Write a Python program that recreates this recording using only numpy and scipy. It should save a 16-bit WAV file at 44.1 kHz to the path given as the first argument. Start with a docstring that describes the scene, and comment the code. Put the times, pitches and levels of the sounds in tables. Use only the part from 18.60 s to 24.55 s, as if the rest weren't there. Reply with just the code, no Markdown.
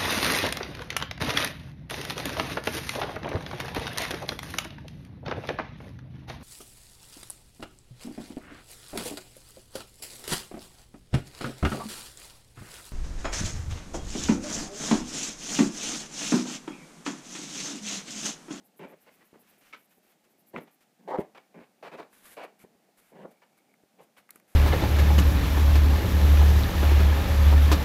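"""Razor on forearm hair

A straight razor shears hair in short hissing strokes, close to a microphone on a table in a small room.
The arm drags and bumps on the table top, driving its modes by stick-slip friction and by impact.
The razor is laid down and a plastic spray bottle is picked up, each clicking as a small hard shell;
a pushed mug resonates faintly, and sleeves swish past as their fibres rub."""
import sys
import numpy as np
from scipy import signal
from scipy.fft import rfft, irfft
from scipy.io import wavfile
from scipy.ndimage import uniform_filter1d

SR = 44100
rng = np.random.default_rng(int(sys.argv[2]) if len(sys.argv) > 2 else 0)


def materialize(psi):
    """Save the field psi as 16-bit PCM at rate SR to the path in sys.argv[1].

    A 1-D psi becomes a single channel; in a 2-D psi each row is a channel.
    """
    bounded = np.clip(np.atleast_2d(psi).T, -1, 1)
    quanta = np.round(bounded * 32767).astype(np.int16)
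    wavfile.write(sys.argv[1], SR, quanta)


N = 262395
T = np.arange(N) / SR

# spectra of room noise, cut hair, rubbed skin and rubbed cloth: f/Hz, relative density level/dB
AIR_SPECTRUM = [(18, -74), (30, -53), (119, -17.5), (200, -3), (394, -14), (485, -11.5), (538, -11),
                (794, -10), (978, -20.5), (2190, -21), (3150, -25), (15000, -30)]
HAIR_SPECTRUM = [(5000, -37), (8000, -5), (9800, -4.5), (10900, 2), (11700, -8), (12600, 8), (13500, 1),
                 (15500, -1)]
SKIN_SPECTRUM = [(500, -1), (1500, 6.5), (2500, 6.5), (4000, -1.5), (7000, -4.5), (15500, -4)]
CLOTH_SPECTRUM = [(150, -1), (800, 1), (1600, 6), (2700, 1.5), (5500, -6), (8500, -1.5), (11500, 3.5),
                  (15000, -5.5)]
# modes of the table top, the razor steel and the razor or bottle shell: f/Hz, level/dB, T60/s
TABLE_MODES = [(87, -4, 0.058), (144, -38, 0.045), (188, -3.5, 0.044), (245, 0.5, 0.026), (325, 21, 0.015),
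               (399.2, 0, 0.084), (452, -5, 0.046), (606.5, 3, 0.12), (860, -11, 0.042), (1310, -4, .03)]
STEEL_MODES = [(1310, 2, 0.074), (2227, 4.5, 0.025), (2370, -9, 0.021), (3626, -6.5, 0.041)]
SHELL_MODES = [(1220, -1, 0.031), (1740, -28, 0.0043), (2245, 17.5, 0.037), (2527, 27, 0.0045),
               (3490, -18, 0.054)]
# bouts of even razor strokes: start/s, end/s, rate/Hz, stroke length/s, start level/dB, end level/dB
STROKE_BOUTS = [(0.037, .72, 8.25, 0.036, -65.5, -69.5), (0.789, 1.02, 10.7, 0.031, -65.5, -68),
                (1.16, 1.5, 7.64, 0.1, -71, -76), (1.693, 1.92, 11.9, 0.039, -74, -61.5),
                (1.998, 2.18, 9.1, 0.044, -68.5, -70)]
# drags on the table: t/s, length/s, groan level/dB, weight (thud re groan)/dB, grit re groan/dB
TABLE_DRAGS = [(0.191, .061, -45.5, -2.5, -5.5), (0.261, 0.081, -55, -4.5, -6.5),
               (0.463, 0.028, -59, -11, 0), (0.604, 0.025, -70.5, 0, 7.5), (0.736, 0.023, -57.5, -2, -4.5),
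               (1.125, .024, -58.5, -5.5, 11), (1.933, 0.028, -41, -1.5, -12), (1.96, 0.028, -42, 1, -5),
               (2.07, 0.01, -61, -19, 0), (2.389, 0.083, -65, 8, -11), (2.476, 0.037, -34.5, -16.5, -12.5),
               (2.511, 0.048, -29.5, -26.5, -20.5), (2.574, 0.04, -38, -11.5, -13.5),
               (2.746, 0.037, -53, -16, 1), (2.941, 0.05, -51.5, 2, -7.5), (2.998, 0.045, -58.5, -10, -1),
               (3.225, 0.059, -45, -14.5, -2.5), (3.315, 0.04, -45, -9, -4), (3.374, 0.032, -43, -15, -4),
               (3.402, .03, -52.5, -8, -1.5), (3.766, 0.085, -42.5, -17, -4), (4.035, 0.013, -54, -1, -13),
               (4.517, 0.03, -55, -3, -12), (4.552, 0.086, -50.5, -0.5, -9.5),
               (4.635, 0.021, -41.5, -9, -28), (4.815, 0.022, -63, -15, 2.5), (5.384, .028, -52.5, -10, -8),
               (5.565, 0.02, -65.5, -12, 9)]
# blows on the table: t/s, peak level/dB, contact time/ms
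TABLE_BLOWS = [(0.73, -45.5, 1.4), (1.38, -57.5, 1.1), (1.948, -38, 1.4), (2.587, -17, 0.69),
               (2.592, -16.5, 1.5), (3.015, -45, 0.71), (3.4, -38.5, 0.39), (4.04, -43, 2),
               (4.152, -56.5, 1.6), (5.236, -50.5, 1.2), (5.758, -48.5, 0.51)]
# sliding contacts of blade on skin, cloth on cloth and mug on table: t/s, length/s, level/dB
SKIN_GLIDES = [(0.36, 0.63, -70.5), (0.865, 0.017, -65.5), (1.01, .1, -64), (1.305, 0.026, -66.5),
               (1.428, 0.097, -69.5), (1.638, 0.013, -70), (2.205, 0.027, -68)]
SLEEVE_SWISHES = [(2.58, .03, -60), (3.828, 0.014, -59), (3.987, .046, -60.5), (4.368, 0.031, -61),
                  (4.41, .096, -68), (4.703, .016, -65), (4.967, 0.017, -65.5), (5.405, 0.036, -65.5),
                  (5.568, 0.021, -59), (5.72, 0.058, -68), (5.873, 0.065, -64.5)]
MUG_SLIDES = [(3.99, 0.035, -65.5), (4.37, 0.65, -80), (5.065, .05, -75)]
# clicks of razor and bottle: t/s, body peak level/dB, snap peak level/dB
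SHELL_CLICKS = [(1.962, -24.5, -60), (2.584, -42.5, -56), (3.528, -53.5, -59), (5.139, -54.5, -63),
                (5.691, -46, -54), (5.7064, -48, -33), (5.7582, -48.5, -39.5), (5.799, -53.5, -50)]
# envelope of a sleeve sweeping close past the microphone: t/s, level/dB
SLEEVE_SWEEP = [(3.47, -93), (3.535, -62), (3.575, -60), (3.62, -64.5), (3.66, -52), (3.70, -55),
                (3.735, -53), (3.75, -61.5), (3.85, -87)]


def undb(db):
    """Amplitude ratio of a level in decibels."""
    return 10 ** (np.asarray(db) / 20)


def unit(x):
    """Normalisation to rms 1."""
    return x / np.sqrt(np.mean(x ** 2))


def at_peak(x, db):
    """Normalisation to a peak level."""
    return undb(db) * x / np.abs(x).max()


def add(out, start, x):
    """Superposition of x on out from start/s."""
    i = int(start * SR)
    out[i:i + len(x)] += x[:N - i]


def band(x, lo_hz, hi_hz, order=2):
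    """Causal Butterworth band-pass."""
    edges = np.clip([lo_hz, max(hi_hz, lo_hz * 1.1)], 10, .45 * SR)
    return signal.sosfilt(signal.butter(order, edges, "band", fs=SR, output="sos"), x)


def colour(x, spectrum):
    """Spectral shaping by (f/Hz, level/dB) points, to rms 1."""
    hz, db = np.transpose(spectrum)
    f = np.maximum(np.fft.rfftfreq(len(x), 1 / SR), 1)
    gain = undb(np.interp(np.log(f), np.log(hz), db))
    return unit(irfft(rfft(x) * gain, len(x)))


def wander(rate_hz):
    """Slow random modulation of rms 1."""
    hold = int(SR / rate_hz)
    steps = np.repeat(rng.standard_normal(N // hold + 1), hold)
    return unit(uniform_filter1d(steps, hold)[:N])


def grains(samples, rate_hz, spread_db):
    """Shot noise: tiny slips of unequal strength at random moments."""
    hit = rng.random(samples) < rate_hz / SR
    size = undb(spread_db * np.minimum(rng.exponential(size=samples), 4))
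    return unit(hit * rng.standard_normal(samples) * size + 1e-9)


def pulse(length, attack, release, samples=SR // 4):
    """Amplitude envelope: exponential rise, hold and exponential release, with times in s."""
    t = T[:samples]
    return (1 - np.exp(-t / attack)) * np.exp(-np.maximum(t - length, 0) / release)


def gestures(rows, attack, release):
    """Summed envelope of contacts given as (t/s, length/s, level/dB)."""
    out = np.zeros(N)
    for start, length, db in rows:
        add(out, start, undb(db) * pulse(length, attack, release, samples=SR))
    return out


def ring(modes, detune):
    """Impulse response of damped modes, each mistuned at random by a relative spread."""
    t = T[:SR // 5]
    out = np.zeros(len(t))
    for hz, db, t60 in modes:
        tuning = 1 + detune * rng.standard_normal()
        out += undb(db - 60 * t / t60) * np.cos(2 * np.pi * hz * tuning * t)
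    return out


def background():
    """Broadband room noise wavers in its low part; the fidgeting arm faintly excites the table's modes."""
    noise = colour(rng.standard_normal(N), AIR_SPECTRUM)
    low = signal.sosfiltfilt(signal.butter(2, 900, fs=SR, output="sos"), noise)
    hiss = noise - low
    touches = band(grains(N, rate_hz=60, spread_db=1), 160, 564)
    fidget = unit(signal.fftconvolve(touches, ring(TABLE_MODES, detune=0))[:N])
    rumble = low * undb(2 * wander(22) - 0.5)
    return undb(-68) * (hiss + rumble) + undb(-78) * fidget


def hair_strokes():
    """Fracture noise: hairs snap unevenly against the edge and excite two of its resonances."""
    strokes = [(t, length, np.interp(t, [start, end], [start_db, end_db]))
               for start, end, rate, length, start_db, end_db in STROKE_BOUTS
               for t in np.arange(start, end, 1 / rate)]
    snaps = grains(N, rate_hz=7000, spread_db=1.8)
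    edge = unit(band(snaps, 12450, 12800, order=1)) + unit(band(snaps, 10850, 11200, order=1))
    tufts = undb(1.2 * wander(140))
    hiss = colour(snaps, HAIR_SPECTRUM) + undb(-11.5) * edge
    return hiss * gestures(strokes, attack=0.006, release=0.006) * tufts


def drags():
    """Stick-slip friction shakes the table top, makes the dragged object groan and grinds out grit."""
    out = np.zeros(N)
    weight_db_per_octave, grit_db_per_octave, swell_db = -47.5, 25.5, 2
    for start, length, groan_db, weight_db, grit_db in TABLE_DRAGS:
        # a heavier load groans lower; the grit reaches higher with that pitch and with its own level
        pitch = 2 ** (weight_db / weight_db_per_octave)
        groan_hz = 488 * pitch
        top_hz = 2680 * pitch * 2 ** (grit_db / grit_db_per_octave)
        # the sound swells, then its level drops at once to a quieter, quickly fading tail
        envelope = pulse(length, attack=0.00048, release=0.003)
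        envelope += undb(-3) * pulse(length, attack=0.0036, release=0.034)
        envelope *= undb(swell_db * np.minimum(T[:len(envelope)] / length, 1))
        envelope /= envelope.max()
        slips = grains(len(envelope), rate_hz=7000, spread_db=0.8) * envelope
        table = signal.fftconvolve(slips, ring(TABLE_MODES, detune=0.14))[:len(slips)]
        thud = band(table, 150.4, 263, order=3)
        groan = band(slips, groan_hz / 1.5, groan_hz * 1.24) + undb(-7) * band(slips, 255, 994, order=3)
        # grit falls off towards the treble and carries the ring of the hard shell
        shell = signal.fftconvolve(slips, ring(SHELL_MODES, detune=0.0625))[:len(slips)]
        grit = unit(band(band(slips, 1000, top_hz, order=4), 250, 1560, order=1))
        grit += undb(-6.5) * unit(shell)
        grit += undb(-21.5) * unit(band(slips, top_hz, 1.51 * top_hz))
        envelope_rms = np.sqrt(np.mean(envelope ** 2))
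        for part, db in ((thud, weight_db), (groan, 0), (grit, grit_db)):
            add(out, start, unit(part) * envelope_rms * undb(groan_db + db))
    return out


def knocks():
    """Impact: a blow or a stopping drag rings the table top; longer contact gives a duller sound."""
    out = np.zeros(N)
    stop_over_thud_db, stop_contact_ms = 8, 0.59
    stops = [(start + length, groan_db + weight_db + stop_over_thud_db, stop_contact_ms)
             for start, length, groan_db, weight_db, _ in TABLE_DRAGS]
    for start, db, contact_ms in TABLE_BLOWS + stops:
        progress = T[:SR // 100] / (contact_ms * 1e-3)
        force = progress * np.exp(-4 * progress)
        table = signal.fftconvolve(ring(TABLE_MODES, detune=0.0079), force)
        add(out, start, at_peak(band(table, 74, 2400, order=1), db))
    return out


def skin_glides():
    """Sliding friction: the flat of the blade whispers over the skin."""
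    whisper = colour(grains(N, rate_hz=12000, spread_db=-0.5), SKIN_SPECTRUM)
    return whisper * gestures(SKIN_GLIDES, attack=0.0012, release=0.014) * undb(2 * wander(31.48))


def blade_catch(start, length, peak_db):
    """Modal ringing: the edge catches, and its chatter excites the steel."""
    out = np.zeros(N)
    press = pulse(length, attack=0.00081, release=0.0055)
    chatter = grains(len(press), rate_hz=3700, spread_db=6) * press
    steel = signal.fftconvolve(chatter, ring(STEEL_MODES, detune=0.0015))
    add(out, start, at_peak(band(steel, 1560, 3800), peak_db))
    return out


def clicks():
    """Hard contact: a bright snap, and a tiny rattle that excites the modes of a small shell."""
    out = np.zeros(N)
    t = T[:SR // 10]
    for start, body_db, snap_db in SHELL_CLICKS:
        rattle = rng.standard_normal(len(t)) * np.exp(-t / 0.0046)
        shell = signal.fftconvolve(rattle, ring(SHELL_MODES, detune=0.034))[:len(t)]
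        body = band(unit(rattle) + undb(-18) * unit(shell), 900, 2360, order=4)
        snap = band(rng.standard_normal(len(t)) * np.exp(-t / 0.0018), 8800, 13700, order=1)
        add(out, start, at_peak(body, body_db) + at_peak(snap, snap_db))
    return out


def sleeves():
    """Friction noise: cloth fibres brush over each other in short swishes and one long sweep."""
    swishes = gestures(SLEEVE_SWISHES, attack=0.008, release=0.011)
    sweep = undb(np.interp(T, *np.transpose(SLEEVE_SWEEP), left=-np.inf, right=-np.inf))
    return colour(grains(N, rate_hz=13000, spread_db=2), CLOTH_SPECTRUM) * (swishes + sweep)


def mug(mode_hz=2230, bandwidth_hz=140):
    """Forced resonance: sliding drives one mode of the mug, damped by the fingers."""
    slips = grains(N, rate_hz=1300, spread_db=6)
    mode = unit(band(slips, mode_hz - bandwidth_hz / 2, mode_hz + bandwidth_hz / 2))
    return mode * gestures(MUG_SLIDES, attack=0.007, release=0.0082)


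def room(x, t60, wet_db):
    """Reverberation: a short diffuse tail with little treble follows the direct sound."""
    t = T[:SR // 2]
    reflections = rng.standard_normal(len(t)) * undb(-60 * t / t60) * (t > 0.006)
    tail = band(reflections, 210, 6700, order=1)
    return x + undb(wet_db) * signal.fftconvolve(x, tail / np.linalg.norm(tail))[:N]


def scene():
    """Superposition: the sources share one room and add to its background, in mono."""
    direct = drags() + knocks() + clicks() + hair_strokes() + skin_glides()
    direct += blade_catch(start=1.127, length=0.011, peak_db=-36) + sleeves() + mug()
    return (room(direct, t60=0.21, wet_db=-20) + background())[None]


def record(dry):
    """Band limiting: a steep elliptic low-pass removes the highest treble."""
    cutoff_hz = 15450
    return signal.sosfilt(signal.ellip(10, .2, 70, cutoff_hz, fs=SR, output="sos"), dry)


dry = scene()
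out = record(dry)
materialize(out)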